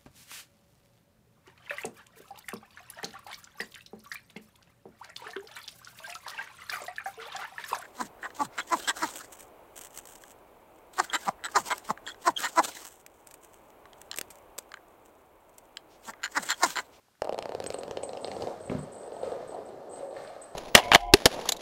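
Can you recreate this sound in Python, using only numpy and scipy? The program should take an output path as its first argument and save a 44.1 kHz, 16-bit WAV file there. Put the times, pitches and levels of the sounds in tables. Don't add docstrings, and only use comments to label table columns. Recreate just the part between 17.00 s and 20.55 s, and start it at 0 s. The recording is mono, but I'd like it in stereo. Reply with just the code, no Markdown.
import sys
import numpy as np
from scipy import signal
from scipy.fft import rfft, irfft
from scipy.io import wavfile

SR = 44100
rng = np.random.default_rng(int(sys.argv[2]) if len(sys.argv) > 2 else 0)


def volts(x):
    e = np.asarray(x, float) / 20
    return 10 ** e


def transcribe(signal):
    frames = np.atleast_2d(signal).T
    limited = np.clip(frames, -1, 1)
    pcm = np.round(limited * 32767).astype(np.int16)
    wavfile.write(sys.argv[1], SR, pcm)


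N = 156555

# start_s, click_peak_db, thud_db, thud_pitch_hz
NEAR_TAPS = [(0.2189, -28.5, -25.5, 634), (0.2438, -35, -34.5, 613), (0.2503, -44, -34.5, 634),
             (0.2716, -43, -31.5, 690), (0.2925, -36, -27.5, 610), (0.3241, -38, -29, 543),
             (0.3305, -39, -46, 513), (0.3434, -37, -31.5, 620), (0.3786, -38, -33.5, 616),
             (0.3876, -27, -28.5, 640), (0.4244, -32.5, -36.5, 616), (0.4554, -33.5, -30.5, 625),
             (0.4917, -36, -32.5, 520), (0.5197, -36, -30.5, 689), (0.5484, -31.5, -27, 517),
             (0.6006, -28, -30, 535), (0.6233, -38, -47.5, 546), (0.6398, -25.5, -34.5, 503),
             (0.6623, -26, -31, 463), (0.7024, -24, -26, 525), (0.7233, -31, -41, 544),
             (0.7425, -31, -25.5, 538), (0.7866, -36, -30, 520), (0.8096, -39, -34, 505),
             (0.833, -29, -33, 533), (0.8788, -35, -33.5, 470), (0.9098, -27.5, -27.5, 480)]
# multiple_of_thud_pitch, level_db, t60_s
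THUD_PARTS = [(1.002, 0, 0.018), (1.298, -10, 0.027), (1.8, -15.5, 0.012)]


def in_time(rows):
    s, *columns = np.transpose(rows)
    return [np.interp(np.arange(N) / SR, s, c) for c in columns]


def after_landing():
    return np.arange(N) > NEAR_TAPS[0][0] * SR


def at_hz(points, hz):
    points_hz, points_db = np.transpose(points)
    return np.interp(np.log(hz + 1), np.log(points_hz), points_db)


def colour(x, points, scale=1):
    hz = np.fft.rfftfreq(x.shape[-1], 1 / SR)
    return irfft(rfft(x) * volts(scale * at_hz(points, hz)), x.shape[-1])


def band(x, low_hz, high_hz):
    return signal.sosfilt(signal.butter(2, [low_hz, high_hz], "band", fs=SR, output="sos"), x)


def rms_one(x):
    return x / np.sqrt(np.mean(x ** 2) + 1e-20)


def ring(clicks, hz, t60):
    r, w = volts(-60 / (t60 * SR)), 2 * np.pi * hz / SR
    return signal.lfilter([0, np.sin(w)], [1, -2 * r * np.cos(w), r * r], clicks + 1e-18)


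def add(out, s, sound):
    i = int(s * SR)
    out[i:i + len(sound)] += sound[:len(out) - i]


def blow(modes, spread_db, size=2000):
    click = np.zeros(size)
    click[0] = 1
    out = np.zeros(size)
    for hz, db, t60 in modes:
        strength, detune = rng.normal(0, 1, 2)
        out += volts(db + spread_db * strength) * ring(click, hz * (1 + .025 * detune), t60)
    return out


def grains(per_s, uneven_db):
    sizes = volts(uneven_db * np.minimum(rng.exponential(1, N), 4)) * rng.choice([-1, 1], N)
    return sizes * (rng.random(N) < per_s / SR)


def hush():
    # pitch_hz, level_db
    spectrum = [(15, -37), (60, 10.5), (335, 7.5), (714, 3.5), (1500, 4), (2200, -0.5), (9000, -5),
                (15700, -10.5)]
    air = rng.standard_normal((2, N))
    ports = np.array([air[0], .7 * air[0] + .7 * air[1]])
    return volts(-70.5) * rms_one(colour(ports, spectrum))


def stirs():
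    # start_s, peak_db, pitch_hz
    catches = [
        (.084, -65.5, 800),
        (.153, -67.5, 1500),
        (0.198, -65, 690),
        (1.697, -35.5, 2220),
        (1.698, -39.5, 2750),
        (3.166, -37.5, 1750),
        (3.249, -40, 1500),
        (3.278, -47, 2220),
    ]
    out = np.zeros(N)
    for s, db, hz in catches:
        add(out, s, volts(db) * blow([(hz, 0, .022), (hz * 1.17, -4, .015)], spread_db=1.0))
    return band(out, 123, 9700)


def taps():
    # start_s, click_peak_db, thud_db, thud_pitch_hz
    mid_taps = [(0.9707, -26, -24, 500), (1.0321, -31.5, -27.5, 584), (1.0914, -34.5, -30.5, 544),
                (1.1317, -31, -32.5, 510), (1.1501, -47, -32, 571), (1.1711, -28.5, -30.5, 520),
                (1.2445, -23.5, -28.5, 550), (1.2735, -29.5, -44, 630), (1.2804, -34, -32, 590),
                (1.3147, -26, -34, 507), (1.3647, -32.5, -30, 528), (1.4077, -44, -39, 563),
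                (1.421, -24.5, -34.5, 625), (1.4248, -33, -34, 458), (1.4356, -58, -28.5, 434),
                (1.4707, -32.5, -27.5, 523), (1.4834, -47, -31.5, 674)]
    # start_s, thud_peak_db, thud_pitch_hz, click_db
    far_taps = [(1.604, -38.5, 493, -61), (1.635, -37, 530, -59), (1.673, -36, 575, -63),
                (1.716, -23.5, 396, -76), (1.777, -50, 485, -63), (1.829, -35, 400, -60),
                (1.874, -35, 554, -58), (1.924, -42, 450, -66), (1.961, -36.5, 458, -57),
                (1.997, -38.5, 474, -64), (2.032, -38.5, 463, -54.5), (2.075, -32.5, 456, -60),
                (2.119, -30.5, 454, -54), (2.164, -28.5, 670, -55), (2.23, -21.5, 483, -46),
                (2.273, -24.5, 477, -55), (2.317, -23.5, 510, -50), (2.402, -31.5, 533, -73),
                (2.426, -30, 636, -62), (2.491, -34, 480, -60), (2.505, -30.5, 480, -53),
                (2.521, -27.5, 605, -64), (2.544, -25.5, 720, -55), (2.564, -34, 560, -68),
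                (2.585, -31, 412, -62), (2.631, -39, 417, -62), (2.688, -31.5, 384, -57),
                (2.723, -29, 402, -60), (2.828, -40, 395, -62), (2.915, -33, 450, -62),
                (2.934, -33.5, 580, -58), (2.958, -43, 557, -52), (3.004, -30.5, 585, -62),
                (3.029, -27.5, 573, -60), (3.059, -41, 603, -69), (3.087, -35.5, 566, -67),
                (3.109, -35.5, 568, -54), (3.126, -24.5, 587, -54), (3.148, -28, 562, -59),
                (3.169, -37, 565, -55), (3.199, -31.5, 618, -56), (3.274, -35, 650, -42.5),
                (3.301, -31.5, 683, -53), (3.362, -31, 575, -56)]
    # pitch_hz, level_db
    shell = [(700, 13), (1700, 12), (3200, 7.5), (4500, 8.5), (6300, 0.5), (8200, 2), (11000, -9),
             (16000, -14)]
    # pitch_hz, level_db, t60_s
    shell_modes = [(3000, -3, .005), (4250, -2, .005), (5200, -6, .004)]
    thud_gain_db, click_gain_db, shell_ring_db = 3, 2, -9.5
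    delay_s, click_s, click_smear = .001, .0009, 2.2
    far = [(s, click_db + 14.5, db - 0.5 - thud_gain_db, hz) for s, db, hz, click_db in far_taps]
    near_thuds, far_thuds = np.zeros((2, N))
    cracks = np.zeros((3, 2, N))
    t = np.arange(300) / SR
    for zone, rows in enumerate([NEAR_TAPS, mid_taps, far]):
        thuds = far_thuds if zone == 2 else near_thuds
        ringing = 2.34 if zone == 2 else 1
        fade = np.exp(-t / (click_s * click_smear ** zone))
        for s, click_db, thud_db, hz in rows:
            thud = blow([(hz * m, db, t60 * ringing) for m, db, t60 in THUD_PARTS], spread_db=1.0)
            add(thuds, s + delay_s, volts(thud_db + thud_gain_db) * thud)
            for port in cracks[zone]:
                puff = rng.standard_normal(len(t)) * fade
                shell_ring = volts(shell_ring_db - 12) * blow(shell_modes, spread_db=5.5, size=300)
                crack = puff / np.linalg.norm(puff) + shell_ring
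                add(port, s + delay_s, volts(click_db + click_gain_db) * crack)
    dulled = band(cracks[1], 1700, 6500) + band(cracks[2], 4100 * .7, 4100 * 1.2)
    blunt = band(near_thuds, 102, 1120) + band(far_thuds, 319, 800)
    return band(blunt, 360, 1310) + colour(cracks[0] + dulled, shell)


def roll():
    # time_s, level_db
    rumble = [(.22, -52), (1.52, -40.5), (1.57, -52.5), (2.2, -42.5), (2.35, -38.5), (2.47, -50.5),
              (2.53, -39.5), (2.7, -47), (2.88, -42), (3.18, -42.5), (3.3, -52), (3.55, -44.5)]
    body = np.zeros(N)
    for hz in (440, 560, 680):
        for multiple, db, t60 in THUD_PARTS:
            body += volts(db) * ring(grains(500, 0.72), hz * multiple, t60)
    return volts(in_time(rumble)[0] - 3.5) * rms_one(band(body, 231, 1860)) * after_landing()


def scuffs():
    # time_s, level_db
    strength = [(.22, -80), (.65, -64), (1.22, -64), (1.4, -58.5), (1.425, -55.5), (1.58, -61.5),
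                (1.69, -63.5), (1.71, -52.5), (1.9, -63.5), (2.225, -60.5), (2.235, -52.5), (2.45, -58),
                (2.9, -65), (3.0, -54), (3.09, -68), (3.18, -50), (3.3, -55), (3.55, -60)]
    # pitch_hz, level_db
    claw_colour = [(600, -3), (1300, 2), (2500, -11), (4500, -13), (6500, -18), (8100, -17), (10000, -28.5),
                   (16000, -34)]
    grit = rms_one(colour(np.array([grains(3500, 2.5) for _ in range(2)]), claw_colour))
    since_closest_s = np.arange(N) / SR - 1.425
    airy_db = 2.5 + np.minimum(20.5 * since_closest_s, -68 * since_closest_s)
    airy = volts(airy_db) * band(grit, 3730, 15800)
    return volts(in_time(strength)[0] + 3) * (grit + airy) * after_landing()


def paws():
    # time_s, level_db
    weight = [(.2, -70.5), (.6, -59.5), (1.2, -63.5), (1.43, -52.5), (1.55, -65.5), (1.75, -49.5),
              (2.0, -69), (2.2, -64), (2.25, -55), (2.36, -62), (2.95, -63.5), (3.55, -85)]
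    # pitch_hz, level_db
    floor_modes = [(84, 0.5), (154, -7.5), (225, 3.5)]
    shake = sum(volts(db) * ring(grains(60, 0.76), hz, 0.035) for hz, db in floor_modes)
    return volts(in_time(weight)[0] - 0.5) * rms_one(band(shake, 80, 265)) * after_landing()


def bell():
    # start_s, length_s, level_db
    shakes = [(0.665, 0.0064, -45), (0.737, 0.006, -51.5), (0.784, 0.011, -57), (1.029, 0.019, -51.5),
              (1.052, .06, -66), (1.207, 0.15, -67.5), (1.348, 0.045, -71), (1.599, 0.084, -70),
              (1.657, 0.062, -70.5), (1.785, 0.063, -64.5), (1.918, 0.16, -63.5), (2.123, 0.22, -67),
              (2.475, 0.074, -65), (2.652, 0.039, -70), (2.892, 0.098, -61), (2.917, 0.32, -67),
              (3.226, 0.079, -65.5), (3.415, 0.026, -52)]
    # pitch_hz, level_db, t60_s
    bell_modes = [(8100, 0, .025), (8230, -3, .022), (7850, -11, .014), (7400, -13, .012),
                  (6950, -14, .012)]
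    gain_db, fade_db, pellet_per_s = 6, 4, 1300
    force = np.zeros(N)
    for s, length, db in shakes:
        fading = fade_db * np.linspace(0, 1, int(length * SR))
        add(force, s, volts(db + gain_db - fading))
    hits = [grains(pellet_per_s, 0.91) for _ in range(2)]
    main_hz, _, main_t60 = bell_modes[0]
    steady = ring(hits[0], main_hz, main_t60)
    out = np.zeros(N)
    for k, (hz, db, t60) in enumerate(bell_modes):
        out += volts(db) * ring(force * hits[k % 2], hz, t60)
    return band(out / np.sqrt(np.mean(steady ** 2) + 1e-20), 6400, 9200)


def knocks():
    # start_s, level_db
    hits = [
        (1.699, -17),
        (1.716, -15.5),
        (1.75, -18),
        (1.791, -23.5),
    ]
    # pitch_hz, level_db, t60_s
    panel = [(80, -8.5, 0.12), (155, -5.5, 0.2), (201, -0.5, 0.098), (247.4, -1.5, 0.11), (370, -7.5, 0.11),
             (477, -5, 0.066), (602, -8, 0.079), (987, -9.5, 0.028)]
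    out = np.zeros(N)
    for s, db in hits:
        add(out, s, volts(db - 13.5) * blow(panel, spread_db=0.0, size=12000))
    return band(out, 123, 9700)


def room(x):
    # pitch_hz, t60_s
    decay = [(100, 0.28), (500, 0.7), (8000, 0.053), (16000, 0.65)]
    t, tail = np.arange(SR // 2) / SR, 0
    edges = 40 * 2.0 ** np.arange(0, 9.5)
    for low, high in zip(edges, edges[1:]):
        noise = band(rng.standard_normal((2, len(t))), low, high)
        alike = np.clip(170 / low, .2, .97)
        noise[1] = alike * noise[0] + np.sqrt(1 - alike ** 2) * noise[1]
        tail = tail + noise * volts(-60 * t / at_hz(decay, np.sqrt(low * high)))
    first_echo_s = 0.0005
    tail = tail * np.clip(t / first_echo_s - 1, 0, 1)
    return volts(-5.5) * signal.fftconvolve(x[None], tail / np.sqrt(np.sum(tail[0] ** 2)))[:, :N]


def scene():
    # time_s, direct_db, left_over_right_db, right_lag_samples
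    distance = [
        (.2, 8.5, 2.5, 18.5),
        (.8, 2, -1.5, 17.5),
        (1.5, 1.5, -3, 6),
        (3.55, -7, -4.5, -5),
    ]
    direct_db, pan_db, lag = in_time(distance)
    dry = stirs() + taps() + roll() + scuffs() + paws() + bell() + knocks()
    late = np.interp(np.arange(N) - lag, np.arange(N), dry[1])
    direct = volts(direct_db) * np.array([dry[0], late * volts(-pan_db)])
    return direct + room(dry[0]) + hush()


def roll_off(x):
    return signal.sosfilt(signal.butter(12, 16790, fs=SR, output="sos"), x)


def record(dry):
    # pitch_hz, left_over_right_db
    muffling = [(60, 8.9), (250, 14.5), (600, 10.5), (1200, 15.4), (2400, 12.8), (4400, 7.7), (8100, 16.5),
                (14000, 10)]
    ports = np.array([dry[0], colour(dry[1], muffling, scale=-1)])
    ports = signal.sosfilt(signal.cheby2(12, 50, 16250, fs=SR, output="sos"), ports)
    return roll_off(volts(6.0) * ports)


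dry = scene()
out = record(dry)
transcribe(out)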